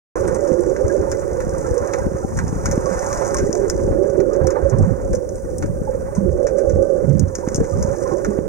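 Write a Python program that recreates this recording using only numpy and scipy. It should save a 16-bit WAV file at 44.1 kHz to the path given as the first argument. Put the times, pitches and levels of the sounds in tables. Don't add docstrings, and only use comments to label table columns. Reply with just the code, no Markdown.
import sys
import numpy as np
from scipy import signal
from scipy.fft import rfft, irfft, next_fast_len
from scipy.io import wavfile
from scipy.ndimage import uniform_filter1d, minimum_filter1d

SR = 44100
rng = np.random.default_rng(int(sys.argv[2]) if len(sys.argv) > 2 else 0)


def to_wav(sig):
    pcm = np.clip(np.atleast_2d(sig), -1, 1) * 32767
    pcm = np.round(pcm).astype(np.int16)
    wavfile.write(sys.argv[1], SR, pcm.T)


N = 373968

# (start [s], length [s], left [dB], right [dB])
GUSTS = [(0.2, 0.088, -19, -38), (0.821, 0.053, -22, -31.5), (1.984, 0.27, -25, -24.5),
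         (2.262, 0.36, -22, -22.5), (2.587, 0.21, -25, -22), (2.852, 0.94, -37, -36.5),
         (3.317, 0.22, -19.5, -24), (3.674, 0.43, -19, -25), (4.394, 0.13, -32, -19.5),
         (4.663, 0.34, -25, -9), (5.086, 0.11, -17, -32), (5.463, 0.49, -20.5, -38.5),
         (6.153, 0.29, -25, -31), (6.658, 0.23, -17, -17), (7.01, 0.33, -38, -11), (7.477, 0.2, -24, -23.5),
         (7.675, 0.28, -25.5, -21)]
# (time [s], low hum [dB], high hum [dB])
HUM_SURGES = [(0.16, -23.5, -20.5), (0.45, -21, -16.5), (1.0, -18.5, -17.5), (1.45, -29.5, -22),
              (1.9, -27, -20.5), (2.55, -30, -28.5), (2.85, -29.5, -21), (3.1, -31.5, -23), (3.5, -20, -21),
              (4.2, -18, -15.5), (4.6, -20.5, -17.5), (5.15, -28, -21), (5.4, -36.5, -27.5),
              (6.1, -33, -25.5), (6.3, -19, -19), (6.45, -22, -13), (6.75, -22, -12), (7.1, -22.5, -16.5),
              (7.4, -31, -26), (7.85, -26.5, -18.5), (8.47, -21, -23)]
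# (pitch [Hz], width [Hz], level [dB])
CASE_MODES = [(378, 83.6, 1), (534, 74, 0.53), (769, 49, -27), (1173, 81, -36.5), (1493, 43, -38.5)]
# (time [s], surface wash [dB], far shrimp [dB])
OPEN_WATER = [(0.16, -34.5, -45), (0.35, -36, -49), (0.6, -38, -47), (1.3, -40, -50.5),
              (1.95, -36.5, -47.5), (2.2, -41, -50), (2.6, -38.5, -47), (3.15, -30, -39), (3.42, -37, -45),
              (3.65, -40, -49), (4.2, -44.5, -55), (4.55, -33, -54.5), (4.9, -39.5, -53.5),
              (5.35, -51, -56), (6.1, -44, -57), (6.8, -46.5, -53), (7.25, -45, -55.5), (7.55, -38.5, -48),
              (8.0, -39, -47.5), (8.47, -44.5, -53.5)]
# (frequency [Hz], left minus right [dB], left lead [rad], likeness [0-1])
CASE_TO_PORTS = [(200, -17, .4, .6), (550, -24, .9, .75), (800, -17, 2.15, .9), (1000, -12.5, 1.9, .96),
                 (1200, -7.5, 2.4, .97), (1560, -2.5, 1.65, .96), (2200, -.5, 1.25, .9),
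                 (2450, -3, .55, .85), (3100, -6, 1.6, .7), (3480, -4, 0, .2), (3900, 0, -1.9, .75),
                 (5200, 11, -1.15, .92), (6300, 5, -1.3, .94), (8300, .5, -1, .68), (9400, 0, 0, .55),
                 (11000, .5, -.6, .75), (15000, -1, -.8, .3)]
# (time of peak [s], left [dB], right [dB], pitch [Hz], dry tick [dB])
KNOCKS = [(0.254, -20, -15, 175, -13), (0.519, -18, 3.5, 192, -16), (0.96, -23, -23, 197, -26),
          (1.472, -30, -6.5, 168, -33), (2.068, 2, -11, 160, -22), (2.123, -18, -20, 109, -24),
          (2.149, -6, -14, 110, -29), (2.249, 1, -31, 190, -43), (2.443, -26, 0.5, 123, -32),
          (2.475, -12, -14, 109, -32), (2.529, -1.5, -19, 156, -19), (2.564, -8, -9, 157, -23),
          (2.687, -3, -35, 161, -26), (2.779, 1.5, 2, 201, -14), (3.323, -9, -26, 190, -28),
          (3.44, -3, -26, 164, -20), (3.495, -0.5, -27, 210, -34), (3.878, -4.5, -22, 233, -24),
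          (4.049, -4, -18, 257, -22), (4.101, -27, -7, 110, -25), (4.193, -35, -1, 132, -17),
          (4.423, -24, -4, 96, -33), (4.446, -31, -4, 150, -30), (4.811, 0.5, -4, 170, -32),
          (5.645, -2, -39, 131, -23), (5.818, -2.5, -26, 137, -37), (6.293, -12, -17, 150, -19),
          (6.76, -22, -1.5, 100, -20), (7.04, -10, -28, 130, -40), (7.107, -24, -9, 156, -18),
          (7.154, -37, 3.5, 119, -16), (7.238, -12, 2, 102, -15), (7.389, -19, -4.5, 257, -47),
          (7.477, -6, 2.5, 214, -15), (7.552, -4, -14, 110, -30), (7.583, -11, 0.5, 243, -28),
          (7.609, -22, -10, 384, -18), (7.615, 6, -39, 164, -26), (7.754, -26, -5, 104, -32),
          (7.851, -22, -1, 110, -28), (8.12, -19, -13, 141, -30), (8.39, -6, 7, 237, -11)]
# (time [s], level [dB], low crack [relative dB], bright edge [relative dB],
# top sizzle [relative dB], scatter time [s])
NEAR_SNAPS = [(0.277, -31.5, -1, 1.5, -12, 0.012), (0.345, -29, -24, -2, -18, 0.014),
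              (0.474, -34, -25, -17, -21, 0.017), (0.607, -41.5, -26, 17.5, -8, .0013),
              (0.763, -34.5, 4.5, -15, -23, .008), (0.881, -28, -15, -5, -16, 0.0034),
              (1.116, -19.5, -10, -27, -12, 0.01), (1.4029, -35, 5.5, -5, -2, 0.0089),
              (1.493, -30.5, -17, -5, -16, .002), (1.58, -34, -18, -2, -14, 0.012),
              (1.666, -33, -19, -9, -16, .004), (1.741, -39, -20, 3, -12, .009),
              (1.7787, -26.5, -28, -11, -16, 0.0068), (1.874, -31.5, -8, -12, -18, .006),
              (1.935, -22.5, 0.5, -22, -15, 0.0084), (1.985, -33, -12, -4, -18, .006),
              (2.371, -25.5, -17, -5, -14, 0.0099), (2.389, -25, 4, -7, -14, 0.0068),
              (2.479, -28, -25, -20, -20, .006), (2.657, -14.5, -9, -14, -11, 0.01),
              (2.7125, -19, -11, -15, -9, 0.014), (3.1279, -18.5, -10, -29, -22, 0.006),
              (3.3442, -18.5, -8, 0, -23, 0.0049), (3.3672, -20, -13, -24, -20, 0.0083),
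              (3.3827, -20, -9, -29, -18, 0.017), (3.5285, -13.5, -27, -40, -24, .002),
              (3.5518, -20, -12.5, -16, -14, 0.0035), (3.682, -36, -21, -7, -16, 0.007),
              (3.6986, -3.5, -23, -21, -16.5, .0038), (3.834, -36.5, -16, -12, -16, 0.0064),
              (4.097, -33, -10, -14, -16, 0.0091), (4.202, -26, -1, -16, -18, 0.005),
              (4.332, -30, -9.5, -32, -24, 0.013), (4.469, -17, -9.5, -11, -11, 0.0074),
              (4.504, -21, -11, -18, -13, 0.012), (4.696, -26, -26, -15, -20, 0.011),
              (4.784, -30, -21, -3, -16, 0.0087), (5.1303, -28.5, -5, -6, -11, .011),
              (5.15, -24.5, -30, -14, -9, 0.012), (5.291, -33.5, -16, -14, -18, 0.0046),
              (5.355, -40, -8, 2, -14, 0.011), (5.5823, -30.5, -25, 2.5, 2, 0.0046),
              (5.6245, -30, 3.5, -22, -10, 0.0072), (5.66, -36, -4, -7, -18, 0.0073),
              (6.15, -36, -8, -6.5, -14, 0.031), (6.43, -41, -5, 0, -17, 0.006),
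              (6.4685, -24.5, -6, -23, -22, 0.014), (6.583, -31, -6.5, -7, -17, 0.017),
              (6.695, -29.5, -9, -24, -18, 0.014), (6.825, -31.5, -16, -10.5, -20, .005),
              (7.096, -38.5, -8, -12, -20, 0.0046), (7.195, -14, -33, -6, -13, 0.0034),
              (7.281, -33.5, -7, -14, -18, .005), (7.352, -11.5, -22.5, -29, -21, .0071),
              (7.384, -34, -9, -20, -20, 0.013), (7.4862, -21.5, -6.5, -44, -22, .0035),
              (7.5457, -10, -24, -16, -23, .0031), (7.558, -14.5, -35, -9, -36, 0.0088),
              (7.643, -32, -3, -23, -20, .011), (7.8257, -17, -18.5, -21, -13, 0.0059),
              (8.12, -38, -5, -14, -18, .006), (8.247, -26, 0.5, -30, -9, 0.0073)]
# (time [s], level [dB], pitch [Hz])
BLIPS_AND_SWELLS = [(0.472, -10, 510), (0.806, -4.5, 515), (0.898, -23.5, 1625), (0.952, -9.5, 555),
                    (1.028, -26, 1010), (1.072, -20, 910), (1.527, -31, 1546), (1.646, -25, 1330),
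                    (1.688, -29, 1735), (1.77, -3, 488.4), (1.812, -25, 1040), (1.823, -23, 1380),
                    (1.977, -23, 773), (1.993, -22, 970), (2.021, -27, 1580), (2.228, -29, 1350),
                    (2.236, -17.5, 776), (2.728, -8.5, 518), (2.858, -15, 1120), (2.91, -15, 188),
                    (3.11, -19, 1150), (3.211, -17.5, 640), (3.352, -20, 1080), (3.403, -24.5, 1570),
                    (3.543, -18.5, 693), (3.876, -27, 800), (4.053, -28, 1636), (4.092, -14, 518),
                    (4.178, -4.5, 366.5), (4.311, -24, 1225), (4.41, -3, 80.3), (4.445, -17.5, 756),
                    (4.473, -2.5, 521), (4.5, -23.5, 1240), (4.558, -22.5, 1190), (4.565, -14, 887),
                    (4.567, -7, 504), (4.59, -18, 710), (4.628, -5, 68.5), (4.654, -1, 545),
                    (4.722, -2, 118.7), (4.735, -25, 1120), (4.755, -8, 140.5), (4.793, -17.5, 765),
                    (4.798, -3, 102.5), (4.868, -2.5, 182.5), (5.04, -24, 710), (5.14, -5, 528.7),
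                    (5.874, -19.5, 850), (5.89, -8, 515), (5.947, -9.5, 510), (6.087, -26.5, 830),
                    (6.166, -27, 1006), (6.178, -2, 194), (6.212, -7, 188), (6.279, -4.5, 71.3),
                    (6.4, -13.5, 577), (6.447, -6.5, 552), (6.64, -13, 510), (6.672, -8, 75.7),
                    (6.708, -9, 525), (6.73, -5, 83.8), (6.883, -28.5, 754), (7.081, -0.5, 139.2),
                    (7.127, -4, 101.6), (7.21, 0.5, 90), (7.434, -21.5, 946), (7.601, -3, 456),
                    (7.722, -7.5, 89.3), (7.727, -23, 1207), (7.872, -26.5, 1008), (8.055, -20.5, 1037),
                    (8.112, -19.5, 774), (8.114, -21, 1080), (8.16, -14, 588), (8.278, -10, 206)]

# (frequency [Hz], relative level [dB])
LEFT_RUMBLE = [(8, -36), (20, 0), (50, 5.5), (100, 0.5), (160, -10), (250, -9.5), (400, -12.5),
               (550, -29.5), (680, -35), (1000, -53), (2000, -77)]
RIGHT_RUMBLE = [(8, -34.5), (20, -46.5), (45, -4), (90, -6), (180, -4.5), (250, -13), (400, -27),
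                (600, -34.5), (1200, -76.5), (2500, -88)]
DRY_TICK = [(700, 2.5), (2000, 6), (3200, -6), (4300, -12.5), (5500, -31), (12000, -44.5)]
CASE_HOLLOW = [(120, -31.5), (230, -17), (300, -13), (335, -8), (365, -38.5), (400, -7.5), (450, 4.5),
               (490, -21.5), (530, -1.5), (570, 1.5), (610, -20), (670, -42.5), (900, -25.5), (2000, -95.5)]
SURFACE_WASH = [(350, -32), (600, -1), (760, 0), (1000, -1.5), (1500, -6), (2000, -15.5), (2500, -27.5),
                (3200, -42), (4200, -35.5), (7000, -72.5)]
FAR_HISS = [(1500, -48), (3300, -34), (4200, -30), (4800, -16), (5400, -6), (6200, -1.5), (6800, -2),
            (7500, -12), (8800, -12), (10500, -23), (15500, -35)]
MID_CRACKLE = [(700, -26), (1400, -5.5), (1950, -1), (2500, -10.5), (3300, -23.5), (4200, -26.5),
               (4800, -11.5), (5400, -8), (6200, 2), (6800, -0.5), (7500, -6), (8800, -9), (10500, -24.5),
               (15500, -29)]
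AIRY_FIZZ = [(2500, -38), (5000, -8), (9000, 13.5), (10500, 0), (15500, -0.5)]
SNAP_RING = [(900, -50), (2500, -27.5), (4200, -30.5), (5300, -2.5), (6300, 3.5), (7000, -1), (7700, -14.5),
             (9500, -18), (15500, -52)]
SNAP_EDGE = [(3000, -62.5), (6500, -8), (8500, 8), (10500, -11), (15500, -28)]
SNAP_SIZZLE = [(3000, -22), (5000, -16), (9000, 5.5), (11500, 1.5), (15500, -2)]
SNAP_CRACK = [(300, -27), (700, 0.5), (1500, 9.5), (2200, -1.5), (3200, -25), (4200, -14.5), (7000, -37)]


def gain_of(db):
    return 10 ** (np.asarray(db) / 20)


def unit_rms(x):
    return x / np.sqrt(np.mean(x ** 2) + 1e-20)


def curves(table):
    times, *columns = np.transpose(table)
    return [np.interp(np.arange(N) / SR, times, column) for column in columns]


def at_hz(table, hz):
    freqs, *columns = np.transpose(table)
    return [np.interp(np.log(hz + 1), np.log(freqs + 1), column) for column in columns]


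def add(mix, s, sound):
    part = mix[..., max(round(s * SR), 0):][..., :sound.shape[-1]]
    part += sound[..., :part.shape[-1]]


def colour(x, spectrum, size=8192):
    log_gain = np.log(gain_of(at_hz(spectrum, abs(np.fft.fftfreq(size, 1 / SR)))[0]))
    ring = np.fft.ifft(np.exp(np.conj(signal.hilbert(log_gain)))).real[:size // 2]
    return signal.oaconvolve(np.atleast_2d(x), ring[None] / np.linalg.norm(ring), axes=1)[:, :N]


def flutter(rate_hz, depth_db):
    size = next_fast_len(N)
    rolloff = 1 + (np.fft.rfftfreq(size, 1 / SR) / rate_hz) ** 4
    slow = irfft(rfft(rng.standard_normal(size)) / rolloff, size)[:N]
    return unit_rms(gain_of(depth_db * unit_rms(slow)))


def impulses(per_s, spread_db, cap=7.9):
    size = gain_of(spread_db * np.minimum(rng.exponential(1, N), cap))
    return size * rng.choice([-1, 1], N) * (rng.random(N) < per_s / SR)


def strays(*ranges, count):
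    low, high = np.transpose([(0, N / SR), *ranges])
    return list(low + (high - low) * rng.random((count, len(low))))


def flow(calm_db, side, skew=0.84):
    power = np.full(N, gain_of(calm_db) ** 2)
    for s, length, *port_db in GUSTS:
        age = np.linspace(0, 1, int(length * SR))
        swell = np.sin(np.pi * age ** skew)
        add(power, s, (gain_of(port_db[side]) * swell) ** 2)
    return np.sqrt(power)


def eddy_rumble(flows):
    ports = []
    for strength, spectrum in zip(flows, (LEFT_RUMBLE, RIGHT_RUMBLE)):
        eddies = rng.standard_normal(N) * flutter(rate_hz=22.6, depth_db=4.5)
        ports.append(strength * unit_rms(colour(eddies, spectrum)[0]))
    return np.array(ports)


def dry_ticks(strength, left_db=-56, right_db=-41):
    taps = impulses(per_s=36, spread_db=3, cap=2.2) * np.sqrt(strength / np.median(strength))
    return colour(taps, DRY_TICK) * gain_of([[left_db], [right_db]])


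def resonate(x, hz, width_hz):
    carrier = np.exp(2j * np.pi * np.cumsum(hz) / SR)
    pole = np.exp(-np.pi * width_hz / SR)
    envelope = signal.lfilter([(1 - pole) ** 2], [1, -2 * pole, pole ** 2], x / carrier)
    return 2 * (carrier * envelope).real


def steadied(x, share):
    power = abs(uniform_filter1d(x ** 2, size=900)) + 1e-12
    return unit_rms(x / power ** (share / 2))


def hollow_hum(low_db, high_db, left_db=-24.5, right_db=2.5, wall_hz=590):
    gurgle = rng.standard_normal(N) * flutter(rate_hz=12, depth_db=1.87)
    gurgle *= flutter(rate_hz=2.75, depth_db=1.7)
    sway = flutter(rate_hz=5.1, depth_db=0.2)
    low, main, *upper = [gain_of(db) * unit_rms(resonate(gurgle, hz * sway, width_hz))
                         for hz, width_hz, db in CASE_MODES]
    broad = unit_rms(colour(rng.standard_normal(N), CASE_HOLLOW)[0])
    hum = gain_of(low_db) * low + gain_of(high_db) * steadied(main, share=0.33)
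    hum += gain_of((low_db + high_db) / 2 - 8) * broad
    hum = signal.sosfilt(signal.butter(6, wall_hz, fs=SR, output="sos"), hum)
    hum += gain_of(high_db) * sum(upper)
    return hum * gain_of([[left_db], [right_db]])


def through_case(pair, diffuse=True):
    size = next_fast_len(N)
    side_db, lead, likeness = at_hz(CASE_TO_PORTS, np.fft.rfftfreq(size, 1 / SR))
    likeness = likeness if diffuse else 1
    tilt = gain_of(side_db)
    common, separate = rfft(pair, size)
    left = tilt * np.exp(1j * lead) * common
    right = likeness * common + np.sqrt(1 - likeness ** 2) * separate
    return irfft(np.array([left, right]) * np.sqrt(2 / (1 + tilt ** 2)), size)[:, :N]


def blip(hz, t60, rise_s, glide):
    t = np.arange(int(t60 * SR) + 2) / SR
    swell = (1 - np.exp(-(t / rise_s) ** 2)) * gain_of(-60 * t / t60)
    return swell / swell.max() * np.sin(2 * np.pi * hz * t * (1 + glide * t / t60))


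def surface_wash(level_db, hiss_db=2.55, swarm_db=-2):
    churn = rng.standard_normal((2, N)) * flutter(rate_hz=25, depth_db=2.5)
    wash = gain_of(hiss_db) * unit_rms(colour(churn, SURFACE_WASH))
    swarm = np.zeros(N)
    for hz in np.geomspace(680, 1900, 24):
        bubble = blip(hz, t60=70 / hz, rise_s=0.003, glide=0.003) * gain_of(at_hz(SURFACE_WASH, hz)[0])
        swarm += signal.oaconvolve(impulses(per_s=3.5, spread_db=0.5), bubble)[:N]
    wash[0] += gain_of(swarm_db) * unit_rms(swarm)
    return gain_of(level_db) * flutter(rate_hz=11, depth_db=-0.8) * wash


def snap(direct, scatter_s, echo, size=4096):
    t = np.arange(size) / SR
    shape = direct * np.exp(-t / 0.00035) + np.exp(-t / scatter_s) + echo * np.exp(-t / 0.011)
    return rng.standard_normal((2, size)) * shape / (direct + 1 + echo)


def far_shrimp(level_db, hiss_db=1.5, crackle_db=1.5):
    crackle = np.zeros((2, N))
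    for hz in np.geomspace(5200, 13500, 16):
        tint = [(hz / 3, -16), (hz / 2, -10), (hz, 0), (hz * 1.64, -10)]
        crack = colour(snap(direct=1.5, scatter_s=0.007, echo=0.06), tint)
        onsets = impulses(per_s=4.5, spread_db=2.5, cap=2.84)
        crackle += signal.oaconvolve(onsets[None], crack, axes=1)[:, :N]
    hiss = gain_of(hiss_db) * colour(rng.standard_normal((2, N)), FAR_HISS)
    return gain_of(level_db) * (hiss + gain_of(crackle_db) * unit_rms(colour(crackle, MID_CRACKLE)))


def airy_fizz(hum_db, shrimp_db, level_db=-54.5, duck=0.18, follow=0.17, shared=0.3):
    noise = rng.standard_normal((3, N))
    pair = np.sqrt(1 - shared) * noise[:2] + np.sqrt(shared) * noise[2]
    swell_db = follow * (shrimp_db - shrimp_db.mean()) - duck * (hum_db - hum_db.mean())
    return gain_of(level_db + swell_db) * colour(pair, AIRY_FIZZ)


def case_knocks(cycles=0.23, ring_db=-14, light_db=(-28, -14), light_hz=(120, 300)):
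    thuds = np.zeros((2, N))
    blows, ticks = np.zeros((2, N))
    t = np.arange(-900, 1500) / SR
    width = cycles * np.where(t < 0, 1, 1.5)
    light = strays(light_db, light_db, light_hz, (-38, -27), count=18)
    for s, left_db, right_db, hz, tick_db in KNOCKS + light:
        force = gain_of([[left_db], [right_db]])
        push = -np.cos(2 * np.pi * hz * t + 1) / np.cosh(2 * hz * t / width)
        add(thuds, s + t[0], force * push)
        add(blows, s, force[0])
        add(ticks, s, gain_of([tick_db]))
    ring = colour(blows, CASE_HOLLOW)[0]
    thuds[1] += gain_of(ring_db) * ring / abs(ring).max()
    return thuds + colour(ticks, DRY_TICK) * gain_of([[-13], [-1.5]])


def near_shrimp(far_db, over_far_db=(6, 11)):
    ring, crack, edge, sizzle = np.zeros((4, 2, N))
    faint = strays(over_far_db, (-15, -2), (-20, -2), (-22, -10), (0.003, 0.009), count=26)
    faint = [(s, far_db[int(s * SR)] + db, *rest) for s, db, *rest in faint]
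    for s, db, crack_db, edge_db, sizzle_db, scatter_s in NEAR_SNAPS + faint:
        direct = 3.8 * gain_of(0.51 * (db + 6.5))
        add(ring, s + 0.00025, gain_of(db + 1) * snap(direct, scatter_s, echo=0.51))
        add(crack, s, gain_of(db + crack_db + 3) * snap(0.32, 1.53 * scatter_s, echo=0.13))
        add(edge, s + 0.0005, gain_of(db + edge_db + 1) * snap(direct, scatter_s, echo=0.03))
        add(sizzle, s + 0.0005, gain_of(db + sizzle_db - 1) * snap(2.6, 0.6 * scatter_s, echo=0.02))
    return (colour(ring, SNAP_RING) + colour(crack, SNAP_CRACK)
            + colour(edge, SNAP_EDGE) + colour(sizzle, SNAP_SIZZLE))


def blips_and_swells(wash_db, level_db=-4, over_wash_db=(0, 8), small_hz=(800, 2100)):
    blips = np.zeros(N)
    small = [(s, wash_db[int(s * SR)] + db + at_hz(SURFACE_WASH, hz)[0] / 2, hz)
             for s, db, hz in strays(over_wash_db, small_hz, count=170)]
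    for s, db, hz in BLIPS_AND_SWELLS + small:
        t60 = 0.083 * (1000 / hz) ** 0.47
        add(blips, s - 0.003, gain_of(db) * blip(hz, t60, rise_s=0.0055, glide=0.0037))
    blips *= gain_of(level_db) * flutter(rate_hz=76, depth_db=3)
    return through_case([blips, blips], diffuse=False)


def scene():
    low_db, high_db = curves(HUM_SURGES)
    wash_db, shrimp_db = curves(OPEN_WATER)
    left, right = flow(calm_db=-25, side=0), flow(calm_db=-28.5, side=1)
    close = eddy_rumble((left, right)) + dry_ticks(right) + hollow_hum(low_db, high_db) + case_knocks()
    water = surface_wash(wash_db) + far_shrimp(shrimp_db) + near_shrimp(shrimp_db)
    return close + through_case(water) + airy_fizz(high_db, shrimp_db) + blips_and_swells(wash_db)


def record(dry, start_s=0.155, threshold_db=-9.5, recover_db_per_s=21.5, ceiling=0.86, top_hz=16100):
    t = np.arange(N) / SR
    switch_on = np.clip((t - start_s) / 0.002, 0, 1)
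    excess_db = np.maximum(20 * np.log10(abs(dry).max(0) + 1e-9) - threshold_db, 0)
    recovery_db = t * recover_db_per_s
    held_db = np.maximum.accumulate(excess_db + recovery_db) - recovery_db
    duck_db = 0.31 * uniform_filter1d(held_db, size=201)
    ducked = dry * switch_on * gain_of(-duck_db)
    headroom = ceiling / np.maximum(abs(ducked).max(0), ceiling)
    limiter = uniform_filter1d(minimum_filter1d(headroom, size=301), size=301)
    low_pass = signal.firwin(511, top_hz, window=("kaiser", 9), fs=SR)
    return signal.oaconvolve(ducked * limiter, low_pass[None], "same", axes=1)


dry = scene()
out = record(dry)
to_wav(out)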